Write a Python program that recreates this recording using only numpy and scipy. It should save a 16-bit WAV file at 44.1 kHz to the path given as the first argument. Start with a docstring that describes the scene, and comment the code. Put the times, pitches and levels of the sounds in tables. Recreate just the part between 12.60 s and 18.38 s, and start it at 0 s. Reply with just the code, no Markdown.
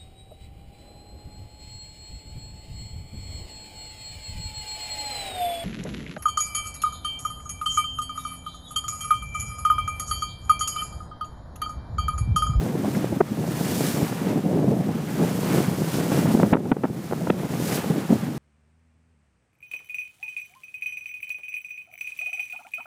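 """On the side deck of a sailing boat under way at sea.
From the start, the bow wave churns along the hull and breaks into hissing spray, while wind rumbles,
flutters and puffs on the microphone. The spray swells just after 1 s and again from about 3 s.
Around 4 s the hardest puffs thump, making the recorder's gain duck and creep back.
One more crest splashes just after 5 s, and the breeze eases between a few last gusts."""
import sys
import numpy as np
from scipy import signal
from scipy.fft import rfft, irfft, next_fast_len
from scipy.io import wavfile
from scipy.ndimage import uniform_filter1d, minimum_filter1d

SR = 44100
rng = np.random.default_rng(int(sys.argv[2]) if len(sys.argv) > 2 else 0)


def digitize_waveform(pressure):
    """Quantize a signal to 16-bit integers and store it at the path in sys.argv[1].

    Rows of a 2-D input are taken as channels; values are limited to [-1, 1].
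    """
    field = np.atleast_2d(pressure).T
    bounded = np.clip(field, -1, 1)
    quanta = np.round(bounded * 32767).astype(np.int16)
    wavfile.write(sys.argv[1], SR, quanta)


N = 254898

# Water and wind levels are relative: each sound adds its own offset.
# Crests breaking along the hull: peak_s, spray_db, wash_db, spray_rise_s, spray_fall_s
CRESTS = [(.03, -46.5, -70, 0.048, 0.077), (.36, -44.5, -44, 0.18, 0.15), (1.07, -37.5, -42.5, 0.17, 0.14),
          (1.19, -36, -53, 0.14, 0.13), (1.28, -34.5, -41.5, 0.16, 0.19), (1.49, -46, -42, 0.13, .03),
          (1.7, -48.5, -41, 0.16, 0.043), (2.64, -42, -42, 0.13, 0.12), (2.97, -36, -39.5, 0.24, 0.17),
          (3.35, -38, -41.5, 0.17, 0.18), (3.59, -36.5, -37, 0.16, 0.087), (3.73, -40.5, -43.5, 0.072, 0.2),
          (4.47, -46.5, -49.5, 0.7, 0.28), (5.09, -38.5, -47, 0.14, .06), (5.15, -32.5, -40, 0.085, 0.053),
          (5.3, -45, -43, 0.29, 0.3), (5.54, -44, -56, 0.054, 0.075)]
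# Clumps of spray landing on the sea: start_s, level_db, decay_s, bubble_pitch_hz
SPLASHES = [(.035, -55, .012, 1500), (0.349, -28.5, 0.0075, 1800), (2.48, -35, .025, 1900),
            (2.968, -37, 0.03, 1900), (2.981, -28, .007, 2800), (3.342, -31, 0.021, 5100),
            (5.123, -31, .02, 1600), (5.174, -33, 0.018, 2600)]
# Strength of the breeze over time: time_s, rumble_db
BREEZE_LEVELS = [(0, -28), (.55, -29.5), (.66, -33.5), (.78, -31), (1.25, -27.5), (1.55, -30.5),
                 (1.68, -26.5), (2.02, -24.5), (2.47, -31), (2.8, -27.5), (3.33, -28.5), (3.78, -26),
                 (3.89, -20.5), (4.2, -27.5), (4.46, -31), (5.03, -30), (5.45, -35), (5.78, -32)]
# Brief gusts on top of the breeze: peak_s, rumble_db, flutter_db, half_length_s
WIND_GUSTS = [(0.03, -31, -41, 0.012), (0.719, -26, -42, 0.0099), (0.8, -27, -33, 0.035),
              (0.89, -28, -34, 0.019), (1.414, -27.5, -27, 0.046), (1.676, -38, -38, 0.044),
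              (2.108, -25, -31, 0.043), (2.202, -25, -31, 0.0091), (2.354, -23.5, -49, .015),
              (2.621, -21.5, -26.5, 0.044), (2.784, -46, -33, .025), (2.966, -22.5, -25.5, 0.057),
              (3.192, -27, -49, 0.039), (3.39, -38.5, -30, 0.081), (3.575, -25.5, -26, 0.048),
              (3.666, -22, -33, 0.055), (3.78, -27, -33, .04), (4.06, -28, -35, .04),
              (4.199, -21, -41, .015), (4.305, -19, -31, 0.011), (4.382, -28, -48, 0.04),
              (4.623, -29, -31, 0.017), (4.85, -34, -34, 0.0088), (5.15, -35.5, -31, 0.098),
              (5.338, -29, -33, 0.11), (5.529, -18.5, -23.5, 0.031), (5.68, -26.5, -50, 0.016)]
# Moments when the wind drops away: middle_s, rumble_drop_db, half_length_s
WIND_LULLS = [(0.33, 1, 0.017), (0.484, 3, 0.02), (0.589, 6, 0.0072), (0.67, 2, 0.024), (0.76, 5.5, 0.008),
              (0.936, 1, 0.0099), (1.325, 7, 0.0078), (1.476, 3.5, 0.033), (1.577, 4, 0.021),
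              (1.823, 8.5, 0.019), (2.257, 2, 0.0063), (2.34, 12, 0.0067), (2.455, 1.5, .02),
              (2.808, 9, 0.0052), (3.057, 4, 0.011), (3.168, 11.5, 0.011), (3.314, 4.5, 0.02),
              (3.894, 9.5, 0.023), (4.423, 3, 0.015), (4.49, 6, 0.012), (4.738, -1, .01),
              (4.884, 18, 0.0087), (5.219, 9, 0.012), (5.472, 5, 0.01)]
# Puffs hitting the microphone: middle_s, peak_db, linger_s, sharpness_hz, boom_pitch_hz, boom_db
WIND_PUFFS = [(0.064, -19.5, 0.00074, 600.0, 560.0, 8), (0.1544, -14, 0.0013, 410.0, 400.0, 9),
              (0.2473, -10, 0.0005, 420.0, 211, -5), (0.257, -16, 0.0038, 740.0, 263, 4),
              (0.2824, -12.5, 0.0005, 410.0, 330.0, 8), (0.3699, -12.5, 0.0074, 320.0, 193, -2),
              (0.445, -9, 0.00046, 480.0, 550.0, 9), (0.5281, -12.0, 0.0045, 310.0, 318, -4),
              (0.5734, -16, 0.0028, 270.0, 225, 8), (0.6103, 0.5, 0.0046, 690, 400.0, 2.5),
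              (0.842, -15.5, 0.0038, 580.0, 220.0, -1), (1.0126, -13, 0.0047, 400.0, 227, -2),
              (1.2086, -9.5, 0.00042, 460.0, 500, 4), (1.4322, -13, 0.00052, 230.0, 600.0, -6),
              (1.5276, -14, 0.0012, 670.0, 383, 3.5), (1.7633, -13.5, 0.0069, 460.0, 268, 7),
              (1.8619, -14, 0.0072, 260.0, 268, 2), (1.9594, -18, 0.011, 300.0, 412, 3),
              (1.9935, -15.5, 0.0037, 390.0, 314, 1), (2.043, -18.5, 0.0062, 510.0, 390.0, 17),
              (2.0843, -11, 0.0029, 240.0, 228, 4), (2.125, -16.5, 0.0076, 400.0, 460.0, 11),
              (2.168, -14, 0.0016, 340.0, 201, 4), (2.292, -12.5, 0.0083, 340.0, 191, -5.5),
              (2.638, -11, 0.0008, 480.0, 400.0, 4), (2.927, -18.5, 0.0015, 620.0, 400.0, 2.0),
              (2.941, -15, 0.0005, 250.0, 377, 7), (2.9583, -11, 0.00058, 250.0, 280.0, 4),
              (3.0045, -10.5, 0.0016, 300.0, 355, -2), (3.087, -13, 0.00056, 250.0, 170.0, 20),
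              (3.221, -13.5, 0.00053, 430.0, 380, 11), (3.5197, -10.5, 0.0028, 590.0, 258, -3),
              (3.71, -14, 0.016, 600.0, 189, 4), (3.7507, -4.0, 0.0041, 380.0, 199, 2),
              (3.8005, -4, 0.0016, 650.0, 245, 0.0), (3.8327, -1, 0.0019, 800, 560.0, 3.5),
              (3.8398, -4.0, 0.0028, 276, 179, 0), (3.9313, 8, 0.0012, 800.0, 223, 6),
              (3.935, 6.5, 0.0014, 894, 247, -9), (3.939, 0.5, 0.0023, 1070, 506, -6),
              (3.9475, 3.5, 0.00053, 790.0, 377, 1), (3.955, 8, 0.0005, 520.0, 352, 2),
              (3.97, -5, 0.00087, 740.0, 590.0, -4), (4.059, -15.5, 0.0069, 620.0, 427, 2),
              (4.118, 9.5, 0.00072, 1040, 333, 8.5), (4.122, 7.0, 0.0017, 764, 213, 0),
              (4.1294, -1.5, 0.00085, 760.0, 161, 10), (4.169, -4, 0.0018, 774, 400.0, 9),
              (4.2377, -3, 0.0019, 910, 440.0, 2.0), (4.2437, 2.5, 0.0036, 700.0, 282, 3),
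              (4.2548, 0, 0.0014, 760.0, 202, 1), (4.5126, -15, 0.0012, 900.0, 570.0, 6),
              (4.5254, -11, 0.0019, 750.0, 400.0, 5), (4.5338, -7.5, 0.00045, 670.0, 440.0, -1),
              (4.6734, -13.5, 0.0023, 750.0, 335, -2), (4.7016, -10, 0.0011, 950.0, 410, -0.5),
              (4.7039, 0, 0.0009, 1110, 385, 3), (4.7082, -8, 0.0024, 280.0, 180.0, 2),
              (4.836, -19.5, 0.0019, 540.0, 410.0, 1.0), (4.939, -17, 0.00097, 974, 197, -0.5),
              (5.0017, -19, 0.00094, 370.0, 421, 12), (5.0246, -12.5, 0.0005, 220.0, 457, 5),
              (5.2446, -16.0, 0.0005, 1030.0, 420.0, 5), (5.3067, -10, 0.0087, 380.0, 199, 3.5),
              (5.382, -13, 0.0017, 260.0, 250.0, 5.5), (5.5087, -10, 0.0044, 260.0, 235, 1),
              (5.53, -14, 0.004, 260.0, 298, 2), (5.6344, -17.5, 0.005, 220.0, 183, 17)]

# Tone curves, giving each sound its share of bass and treble: frequency_hz, gain_db
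SPRAY_TONE = [(500, -45), (1500, -2), (3000, -2.5), (5000, -0.5), (8000, -1), (11000, -2.5), (15500, -4)]  # bright hiss
WASH_TONE = [(150, -65), (400, 3), (800, 6), (1050, 3), (1350, 2), (2000, -2.5), (3000, -7), (5000, -17),
             (12000, -37)]  # mid-pitched rush
SPLASH_TONE = [(500, 1), (1400, 14), (2200, 1), (4000, -13), (9000, -20), (15000, -24)]  # patter of drops
RUMBLE_TONE = [(20, -67), (50, -49), (75, -18), (100, -9.5), (130, -2), (170, 1), (230, -3), (330, -12.5),
               (500, -25.5), (1000, -68)]  # large swirls of air
FLUTTER_TONE = [(60, -63), (150, -10), (280, 2.5), (420, -1.5), (560, -5), (820, -13), (1050, -21.5),
                (1350, -34.5), (2200, -42), (5000, -56)]  # small swirls of air
MIC_OPENING_TONE = [(100, 3), (170, 5), (400, 1.5), (600, 0), (850, 2.5), (1060, -3.5), (1330, -0.5),
                    (2000, -4.5), (4000, 6.5), (6000, -2)]  # how the microphone's opening colours a puff


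def from_db(db):
    """Turn decibels into a number to multiply a sound by."""
    return 10 ** (np.asarray(db) / 20)


def total_db(gains):
    """Level of unrelated sounds heard together: their powers add up."""
    return 10 * np.log10(sum(gain ** 2 for gain in gains))


def unit_power(x):
    """Scale a sound to an average power of 1."""
    return x / np.sqrt(np.mean(x ** 2) + 1e-20)


def evened(x, span_s):
    """Hold the power near 1 over each span_s; quicker bumps stay."""
    width = int(span_s * SR)
    return x / np.sqrt(uniform_filter1d(uniform_filter1d(x ** 2, width), width) + 1e-12)


def coloured(x, tone):
    """Filter a sound by a tone curve."""
    hz, db = np.transpose(tone)
    size = next_fast_len(2 * len(x))
    bin_hz = np.maximum(np.arange(size // 2 + 1) * SR / size, 1)
    gain = from_db(np.interp(np.log(bin_hz), np.log(hz), db))
    return irfft(rfft(x, size) * gain, size)[:len(x)]


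def keep_side(x, hz, side, order):
    """Keep what lies on the "low" or "high" side of hz."""
    return signal.sosfilt(signal.butter(order, hz, side, fs=SR, output="sos"), x)


def drift(rate_hz):
    """A smooth random wobble of typical size 1 that changes about rate_hz times a second."""
    pole = np.exp(-2 * np.pi * rate_hz / SR)
    wobble = signal.lfilter([1], [1, -2 * pole, pole * pole], rng.standard_normal(N + SR))
    return unit_power(wobble[SR:])


def swell(peak_s, rise_s, fall_s, rise_shape=2, fall_shape=2):
    """A curve that rises to 1 at peak_s and falls again; shape 1 is pointed, 2 is round."""
    t = np.arange(N) / SR - peak_s
    before = (-t[t < 0] / rise_s) ** rise_shape
    after = (t[t >= 0] / fall_s) ** fall_shape
    return np.exp(-np.concatenate([before, after]))


def clicks(per_s, spread_db):
    """Random clicks; a positive spread makes a few much louder, a negative one a few softer."""
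    sizes = from_db(spread_db * np.minimum(rng.exponential(1, N), 4))
    return (rng.random(N) < per_s / SR) * sizes * rng.choice([-1, 1], N)


def bubbles(per_s, low_hz, high_hz, cycles, spread_db, pitches=24):
    """Bubbles of many sizes form at random; each rings and fades by 60 dB over its cycles."""
    births = clicks(per_s, spread_db)
    pitch_index = rng.integers(0, pitches, N)
    out = 0
    for k, hz in enumerate(np.geomspace(low_hz, high_hz, pitches)):
        fade = from_db(-60 * hz / (cycles * SR))
        angle = 2 * np.pi * hz / SR
        kicks = births * (pitch_index == k) + 1e-18
        out += signal.lfilter([0, np.sin(angle)], [1, -2 * fade * np.cos(angle), fade * fade], kicks)
    return unit_power(out)


def bow_wave():
    """Levels of spray and wash: each crest swells and dies over the calmer rush along the hull."""
    sprays, washes = [from_db(-50.5)], [from_db(-48)]  # between crests
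    wash_stretch = 1.22  # the wash swells and dies more slowly than the spray
    pointed = dict(rise_shape=1, fall_shape=0.92)
    for peak_s, spray_db, wash_db, rise_s, fall_s in CRESTS:
        spray_swell = swell(peak_s, rise_s, fall_s, **pointed)
        wash_swell = swell(peak_s, wash_stretch * rise_s, wash_stretch * fall_s, **pointed)
        sprays.append(from_db(spray_db) * spray_swell)
        washes.append(from_db(wash_db) * wash_swell)
    heave_db = 0.33 * drift(rate_hz=37)  # the water heaves unevenly
    return total_db(sprays) + heave_db, total_db(washes) + heave_db


def spray(level_db):
    """Bursting foam hisses; falling drops add a fine patter and a few near ones tick."""
    foam = rng.standard_normal(N) * from_db(0.78 * drift(rate_hz=54))
    drops = bubbles(per_s=1900, low_hz=2080, high_hz=14400, cycles=2.3, spread_db=6)
    ticks = unit_power(clicks(per_s=72, spread_db=-3))
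    hiss = foam + from_db(-11) * drops + from_db(-11.5) * ticks
    return from_db(level_db + 2) * unit_power(coloured(hiss, SPRAY_TONE))


def wash(level_db):
    """Water tumbles off the hull in a rush full of larger bubbles."""
    churn = rng.standard_normal(N) * from_db(1.7 * drift(rate_hz=14))
    rush = unit_power(coloured(churn, WASH_TONE))
    gurgle = bubbles(per_s=490, low_hz=600, high_hz=3660, cycles=7.6, spread_db=0)
    return from_db(level_db) * (from_db(4) * rush + from_db(-4.5) * gurgle)


def airflow():
    """Levels of rumble and flutter: gusts ride on top of the breeze and lulls break it up."""
    usual_rumble_db, usual_flutter_db = -28.5, -34
    flutter_growth = 1.68  # in breeze and lulls, flutter moves this many dB per dB of rumble
    times_s, levels_db = np.transpose(BREEZE_LEVELS)
    breeze_db = np.interp(np.arange(N) / SR, times_s, levels_db)
    rumbles = [from_db(breeze_db)]
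    flutters = [from_db(usual_flutter_db + flutter_growth * (breeze_db - usual_rumble_db))]
    for peak_s, rumble_db, flutter_db, half_s in WIND_GUSTS:
        gust = swell(peak_s, half_s, half_s)
        rumbles.append(from_db(rumble_db) * gust)
        flutters.append(from_db(flutter_db) * gust)
    lull_db = sum(drop_db * swell(middle_s, half_s, half_s) for middle_s, drop_db, half_s in WIND_LULLS)
    return total_db(rumbles) - lull_db, total_db(flutters) - flutter_growth * lull_db


def wind(rumble_db, flutter_db):
    """Large swirls of air rumble; small ones come in bunches and flutter at the microphone's opening."""
    bunching = drift(rate_hz=21.5)
    large = rng.standard_normal(N) * from_db(2 * bunching)
    small = clicks(per_s=700, spread_db=5.5) + 0.24 * rng.standard_normal(N)
    small *= from_db(1.4 * bunching)
    rumble = from_db(rumble_db + 2) * evened(coloured(large, RUMBLE_TONE), span_s=0.037)
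    flutter = from_db(flutter_db + 2) * evened(coloured(small, FLUTTER_TONE), span_s=0.034)
    return rumble + flutter


def splashes():
    """Each clump of spray lands as a quick, dying shower of drops and traps bubbles of about one size."""
    t = np.arange(N) / SR
    patter = unit_power(coloured(clicks(per_s=3000, spread_db=2.5), SPLASH_TONE))
    trapped = clicks(per_s=1500, spread_db=2.5)
    out = np.zeros(N)
    for start_s, level_db, decay_s, pitch_hz in SPLASHES:
        ring = unit_power(signal.lfilter(*signal.iirpeak(pitch_hz, Q=5, fs=SR), trapped))
        fade = (t >= start_s) * np.exp(-np.abs(t - start_s) / decay_s)
        out += from_db(level_db - 5.5) * fade * (patter + from_db(-1) * ring)
    return out


def puff(linger_s, sharpness_hz, boom_hz, boom_db, low_cut_hz=116, size=2048):
    """A whirl of air jerks the pressure to and fro: a thud that booms at the rate of the swings."""
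    hz = np.maximum(np.arange(size // 2 + 1) * SR / size, 1)
    turns, swing_s = np.arange(-6, 7), 0.5 / boom_hz
    times_s = swing_s * (turns + rng.uniform(-0.38, 0.35, len(turns)) * (turns != 0))
    uneven = from_db(rng.normal(0, 1.5, len(turns)))
    abruptness = 2.63  # 2 would start and stop more gently
    fade = np.exp(-2 * np.abs(times_s / (linger_s + swing_s)) ** abruptness)
    heights = (-1.0) ** turns * fade * uneven
    # Turn the swings into a spectrum, then level it so the thud covers many pitches.
    swings = heights @ np.exp(-2j * np.pi * hz * times_s[:, None])
    broad = swings / np.sqrt(uniform_filter1d(np.abs(swings) ** 2, size=19, mode="mirror") + 1e-3)
    treble_cut = 1 / (1 + (hz / sharpness_hz) ** 2) / np.sqrt(1 + (hz / (2.8 * sharpness_hz)) ** 12)
    boom = from_db(boom_db * np.exp(-(np.log2(hz / boom_hz) / 0.82) ** 2))
    bass_cut = 1 / np.sqrt(1 + (low_cut_hz / hz) ** 6)
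    thud = np.roll(irfft(broad * treble_cut * boom * bass_cut), size // 2)
    pressure = coloured(thud, MIC_OPENING_TONE)
    return pressure / np.abs(pressure).max()


def puffs():
    """Each puff hits the microphone at its own moment and strength."""
    out = np.zeros(N + SR)
    for middle_s, peak_db, linger_s, sharpness_hz, boom_hz, boom_db in WIND_PUFFS:
        thud = from_db(peak_db) * puff(linger_s, sharpness_hz, boom_hz, boom_db)
        start = max(int(middle_s * SR) - len(thud) // 2, 0)
        out[start:start + len(thud)] += thud
    return out[:N]


def gain_control(x, ceiling_db, release_db_per_s, attack_s):
    """Peaks over the ceiling turn the volume down at once; it creeps back at a steady rate."""
    excess_db = np.maximum(20 * np.log10(np.abs(x) + 1e-9) - ceiling_db, 0)
    recovery_db = release_db_per_s * np.arange(N) / SR
    duck_db = np.maximum.accumulate(excess_db + recovery_db) - recovery_db
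    width = int(attack_s * SR)
    smooth_gain_db = uniform_filter1d(minimum_filter1d(-duck_db, width), width)
    return x * from_db(smooth_gain_db)


def overload(x, threshold, squash):
    """Big swings are squashed on one side only; the lopsided peaks leave a deep thump."""
    lost = squash * np.maximum(x - threshold, 0)
    dulled = keep_side(lost, hz=1600, side="low", order=2)
    return x - keep_side(dulled, hz=22, side="high", order=1)


def scene():
    """Water beside the hull and wind on the microphone, in one channel."""
    spray_db, wash_db = bow_wave()
    water = spray(spray_db) + wash(wash_db) + splashes()
    air = wind(*airflow()) + puffs()
    return (water + air)[None]


def record(dry):
    """The hardest puffs duck the gain and overload the recorder; the highest treble is cut off."""
    held = gain_control(dry[0], ceiling_db=-2.8, release_db_per_s=27, attack_s=0.001)
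    squashed = overload(held, threshold=0.45, squash=0.8)
    cutoff_hz = 15500
    steep_cut = signal.ellip(12, rp=0.1, rs=90, Wn=cutoff_hz, fs=SR, output="sos")
    return signal.sosfilt(steep_cut, squashed)[None]


dry = scene()
out = record(dry)
digitize_waveform(out)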